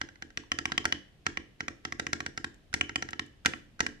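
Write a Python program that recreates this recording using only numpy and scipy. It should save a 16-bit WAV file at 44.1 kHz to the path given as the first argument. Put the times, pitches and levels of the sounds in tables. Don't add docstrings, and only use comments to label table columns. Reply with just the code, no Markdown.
import sys
import numpy as np
from scipy import signal
from scipy.fft import rfft, irfft
from scipy.io import wavfile

SR = 44100
rng = np.random.default_rng(int(sys.argv[2]) if len(sys.argv) > 2 else 0)


def log_audio(samples):
    frames = np.atleast_2d(samples).T
    limited = np.clip(frames, -1, 1)
    pcm = np.round(limited * 32767).astype(np.int16)
    wavfile.write(sys.argv[1], SR, pcm)


N = 176400
HIT_TIME = np.arange(round(.07 * SR)) / SR
TAIL_TIME = np.arange(SR // 2) / SR


def amp(db):
    return 10 ** (np.asarray(db) / 20)


def fade(t, fade_s):
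    return amp(-60 * t / fade_s)


def unit(x):
    return x / np.sqrt(np.mean(np.sum(x ** 2, -1)) / (SR / 100) + 1e-20)


def read(points, hz):
    pitches, values = np.transpose(points)
    return np.interp(np.log(hz + 1), np.log(pitches + 1), values)


def add(mix, start_s, sound):
    part = mix[:, max(round(start_s * SR), 0):][:, :sound.shape[1]]
    part += sound[:, :part.shape[1]]


def colour(x, tone, size=4096):
    log_gain = np.log(amp(read(tone, abs(np.fft.fftfreq(size, 1 / SR)))))
    taps = np.fft.ifft(np.exp(np.conj(signal.hilbert(log_gain)))).real[:size // 2]
    return signal.fftconvolve(x, taps[None], axes=1)[:, :x.shape[1]]


# pitch_hz, level_db
HUSH_TONE = [(15, -40), (25, -8), (44, -9), (97, -12), (677, -29), (1040, -35.5), (3160, -34.5),
             (4370, -40), (13600, -54.5), (16000, -75)]
def hush(level_db=-60.5, alike_below_hz=445):
    hz = np.fft.rfftfreq(N, 1 / SR)
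    left, other = rfft(rng.standard_normal((2, N)))
    alike = .9 / (1 + (hz / alike_below_hz) ** 2)
    right = alike * left + np.sqrt(1 - alike ** 2) * other
    noise = irfft(np.array([left, right]) * amp(read(HUSH_TONE, hz)), N)
    return amp(level_db) * noise / noise.std()


def wall_echo(t, arrives_s=.029, width_s=.005):
    return 1 + .7 * np.exp(-.5 * ((t - arrives_s) / width_s) ** 2)


# pitch_hz, level_db
ECHO_TONE = [(60, -11.5), (280, 0), (520, 3.5), (800, -8.5), (1500, -12.5), (3000, -11), (4200, -10.5),
             (9000, -10.5), (15000, -20)]
# pitch_hz, fade_s
ECHO_FADES = [(100, 0.65), (500, 0.3), (2000, 0.42), (5500, 0.35), (9000, 0.34), (15000, 0.73)]
def room(x, gain_db=-2, rise_s=.011):
    out, clock = 0, np.arange(N) / SR
    for k in range(3):
        hz, frame_s, noise = signal.stft(rng.standard_normal((2, SR)), SR, nperseg=256)
        tail = signal.istft(noise * fade(frame_s, read(ECHO_FADES, hz)[:, None]), SR, nperseg=256)[1]
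        t = np.arange(tail.shape[1]) / SR
        tail *= (1 - np.exp(-(t / rise_s) ** 2)) * np.sqrt(wall_echo(t))
        tail = colour(tail / np.linalg.norm(tail[0]), ECHO_TONE)
        share = np.sqrt(2 / 3) * np.cos(2 * np.pi * (1.7 * clock + k / 3))
        out = out + signal.fftconvolve(x * share, tail, axes=1)[:, :N]
    return amp(gain_db) * out


# pitch_hz, left_minus_right_db, left_lead_radians
MIC_SIDES = [(80, 2, 0), (190, -5, 0), (450, -4, -.1), (760, -1, -.4), (1120, -2, -1.2), (1600, -1.5, -1.9),
             (2050, -4, -6.3), (2700, -1, -7.8), (3900, 1, -12.3), (5500, 4, -14), (8000, 3, -17),
             (14000, -2, -19)]
def microphone(x):
    hz, table = np.fft.rfftfreq(N, 1 / SR), np.array(MIC_SIDES)
    side_db = read(table[:, :2], hz)
    lead = np.interp(hz, table[:, 0], table[:, 2])
    gains = amp([side_db / 2, -side_db / 2])
    gains /= np.sqrt(np.mean(gains ** 2, 0))
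    return irfft(rfft(x) * gains * np.exp(1j * np.array([lead, 0 * lead])), N)


# pitch_hz, level_db, fade_s
BOOM_NOTES = [(78.9, -8.5, 0.2), (130.9, -17.5, 0.47), (193.5, -27, 0.68), (243.5, -13, 0.3),
              (291.6, -11, .38), (335, -10.5, 0.29), (430.5, -21.5, 0.4)]
def desk_boom(gain_db=7, delay_s=.00554, rise_s=.009):
    out, t = 0, TAIL_TIME
    for hz, db, fade_s in BOOM_NOTES:
        phase = 2 * np.pi * hz * (t - delay_s) + .2 * rng.standard_normal((2, 1))
        out = out + amp(db) * fade(t, fade_s) * np.cos(phase)
    return amp(gain_db) * out * (1 - np.exp(-(t / rise_s) ** 2)) * wall_echo(t)


def case_thump(swing_hz=170, delay_s=.003973, width_s=.00077):
    t = HIT_TIME - delay_s
    return unit(np.sin(2 * np.pi * swing_hz * t) * np.exp(-.5 * (t / width_s) ** 2))


def spring_pings(centre_hz=2950, gain_db=-36):
    hz = centre_hz * (1 + .09 * rng.uniform(-1, 1, size=(12, 1, 1)))
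    pings = np.sin(2 * np.pi * (hz * TAIL_TIME + rng.random(size=(12, 2, 1))))
    return amp(gain_db) * fade(TAIL_TIME, fade_s=.38) * pings.mean(0)


# pitch_hz, level_db
CRACK_TONE = [(100, -1), (1200, -8), (2100, 2.5), (3300, 0), (4500, -2.5), (5600, 0.5), (6700, -6),
              (7600, -10.5), (9500, -23), (14000, -34), (16000, -61.5)]
def crack(treble_db=0):
    shape = fade(HIT_TIME, fade_s=.021) + amp(-2) * fade(HIT_TIME, fade_s=.0012)
    noise = rng.choice([-1, 1], (3, len(HIT_TIME)))
    burst = colour(shape * (noise[0] + noise[1:]), CRACK_TONE)
    return unit(colour(burst, [(5200, 0), (7400, treble_db)]))


def ring(notes, pitch_ratio=1, attack_s=.0002):
    out = 0
    for hz, db, fade_s in notes:
        detune, louder, shift = rng.standard_normal(3)
        phase = 2 * np.pi * hz * pitch_ratio * (1 + .018 * detune) * HIT_TIME + .6 * shift
        note = amp(db + 1.8 * louder) * fade(HIT_TIME, fade_s) * np.sin(phase)
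        out = note - out
    return unit(out * (1 - np.exp(-HIT_TIME / attack_s)))[None]


# pitch_hz, level_db, fade_s
DOWN_NOTES = [(751, -21.5, 0.048), (915, -23, 0.042), (1358, -9, 0.039), (1623, 0.5, 0.022),
              (1915, 0.5, 0.017), (2114, -10.5, .02), (2797, -17, 0.033), (5355, -14, 0.011),
              (6400, -15, 0.015)]
def down_ring(pitch_hz=None):
    strongest_hz = max(DOWN_NOTES, key=lambda note: note[1])[0]
    return ring(DOWN_NOTES, pitch_hz / strongest_hz if pitch_hz else 1)


# start_s, level_db
WIRE_TICKS = [(2.544, -63), (3.107, -50), (3.263, -62.5)]
def wire_ticks(hits):
    for start_s, level_db in WIRE_TICKS:
        add(hits, start_s, amp(level_db) * crack(treble_db=17))


# start_s, level_db, pitch_hz
FINGER_TOUCHES = [(.088, -48, 1600), (0.157, -54, 1700), (.304, -54.5, 1600), (.436, -58.5, 970),
                  (.699, -51, 970), (.843, -44.5, 1070), (2.729, -41, 1470), (3.449, -40.5, 1420),
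                  (3.793, -43.5, 1500)]
def finger_touches(hits):
    for start_s, level_db, pitch_hz in FINGER_TOUCHES:
        add(hits, start_s, amp(level_db) * (down_ring(pitch_hz) + .37 * crack()))


def lead_in_rustle(swell_s):
    count = round(swell_s * SR)
    rising_noise = rng.standard_normal(count) * np.linspace(.3, 1, count)
    return unit(signal.fftconvolve(down_ring() + .5 * crack(), rising_noise[None], axes=1))


# start_s, ring_db, crack_db
LATE_LANDINGS = [(2.7448, -49, -38), (3.4636, -25.5, -33.5)]
def late_landings(hits):
    for start_s, ring_db, crack_db in LATE_LANDINGS:
        add(hits, start_s, amp(ring_db) * down_ring() + amp(crack_db) * crack())


def clack(hits, tails, stroke, main_ring, high_ring, direction):
    start_s, ring_db, high_ring_db, crack_db, treble_db = stroke
    bar = amp(ring_db + 1) * main_ring + amp(high_ring_db + 2.5) * high_ring
    shove = direction * amp(-22.5 + .69 * ring_db)
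    add(hits, start_s, bar + amp(crack_db + 3) * crack(treble_db) + shove * case_thump())
    add(tails, start_s, shove * desk_boom() + amp(high_ring_db) * spring_pings())


# pitch_hz, level_db, fade_s
UP_NOTES = [(737, -17, 0.049), (1102, -8, 0.032), (1352, -10, 0.041), (1643, 4.5, .019), (1900, 9, 0.011),
            (2384, 0.5, .016), (5430, -16, 0.015)]
UP_HIGH_NOTES = [(2530, -2.5, 0.0077), (2910, 0.5, 0.0094), (3023, 6, 0.019)]
# start_s, ring_db, high_ring_db, crack_db, treble_db
BAR_RELEASES = [(0.3733, -34.5, -44, -38, 0), (0.5172, -28.5, -30, -33, 2.5),
                (0.6552, -30, -35.5, -35, 3.5), (0.7782, -29.5, -28, -32.5, 1),
                (0.9237, -28.5, -29, -34.5, 0), (1.3721, -31.5, -38, -41, -2),
                (1.6817, -33, -57, -40.5, 1.5), (1.9231, -34, -60, -42, 2), (2.0669, -33, -44, -40, 4.5),
                (2.204, -34, -46, -42, 3), (2.4439, -33, -50, -40, 2.5), (2.8107, -27.5, -27.5, -37.5, 9),
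                (2.9578, -28.5, -30, -36.5, 6.5), (3.1943, -31, -37, -39, 3), (3.5355, -36, -45, -52, -10),
                (3.8646, -32, -40, -38, 1.5)]
def releases(hits, tails):
    for stroke in BAR_RELEASES:
        clack(hits, tails, stroke, ring(UP_NOTES), ring(UP_HIGH_NOTES), direction=-1)


# pitch_hz, level_db, fade_s
DOWN_HIGH_NOTES = [(2277, -4.5, 0.025), (2982, -3, 0.046)]
# start_s, ring_db, high_ring_db, crack_db, treble_db
BAR_PRESSES = [(0.0142, -32.5, -45.5, -39, -4.5), (0.2229, -40, -50.5, -47, 1.5),
               (0.5875, -30.5, -50, -36.5, 0), (0.7196, -31.5, -58, -36.5, -1.5),
               (0.8538, -25.5, -41.5, -31.5, 3.5), (1.2656, -27, -61, -32.5, 0),
               (1.6055, -34, -45, -42, -1), (1.8509, -33.5, -48, -39.5, -3.5),
               (1.9967, -30.5, -63, -35.5, -0.5), (2.1309, -29.5, -61, -32.5, 1.5),
               (2.2628, -34, -48, -40, 1.5), (2.3759, -34.5, -48, -40.5, 3), (2.7399, -27.5, -44, -31.5, 6),
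               (2.8935, -37.5, -56, -47, 0), (3.024, -33, -51, -39, -0.5), (3.088, -40, -52.5, -52, 3.5),
               (3.1312, -37.5, -46, -46.5, -3), (3.4589, -22.5, -30.5, -24.5, 7),
               (3.805, -24.5, -49, -29.5, 3)]
def presses(hits, tails, lead_in_s=.011):
    for stroke in BAR_PRESSES:
        start_s, ring_db = stroke[:2]
        add(hits, start_s - lead_in_s, amp(ring_db - 22) * lead_in_rustle(lead_in_s))
        clack(hits, tails, stroke, down_ring(), ring(DOWN_HIGH_NOTES), direction=1)


def scene():
    hits, tails = np.zeros((2, N)), np.zeros((2, N))
    presses(hits, tails)
    releases(hits, tails)
    late_landings(hits)
    finger_touches(hits)
    wire_ticks(hits)
    return microphone(hits + tails) + room(hits) + hush()


def record(dry):
    low_pass = signal.firwin(511, 16500, window=("kaiser", 9), fs=SR)
    return signal.oaconvolve(dry, low_pass[None], "same")


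dry = scene()
out = record(dry)
log_audio(out)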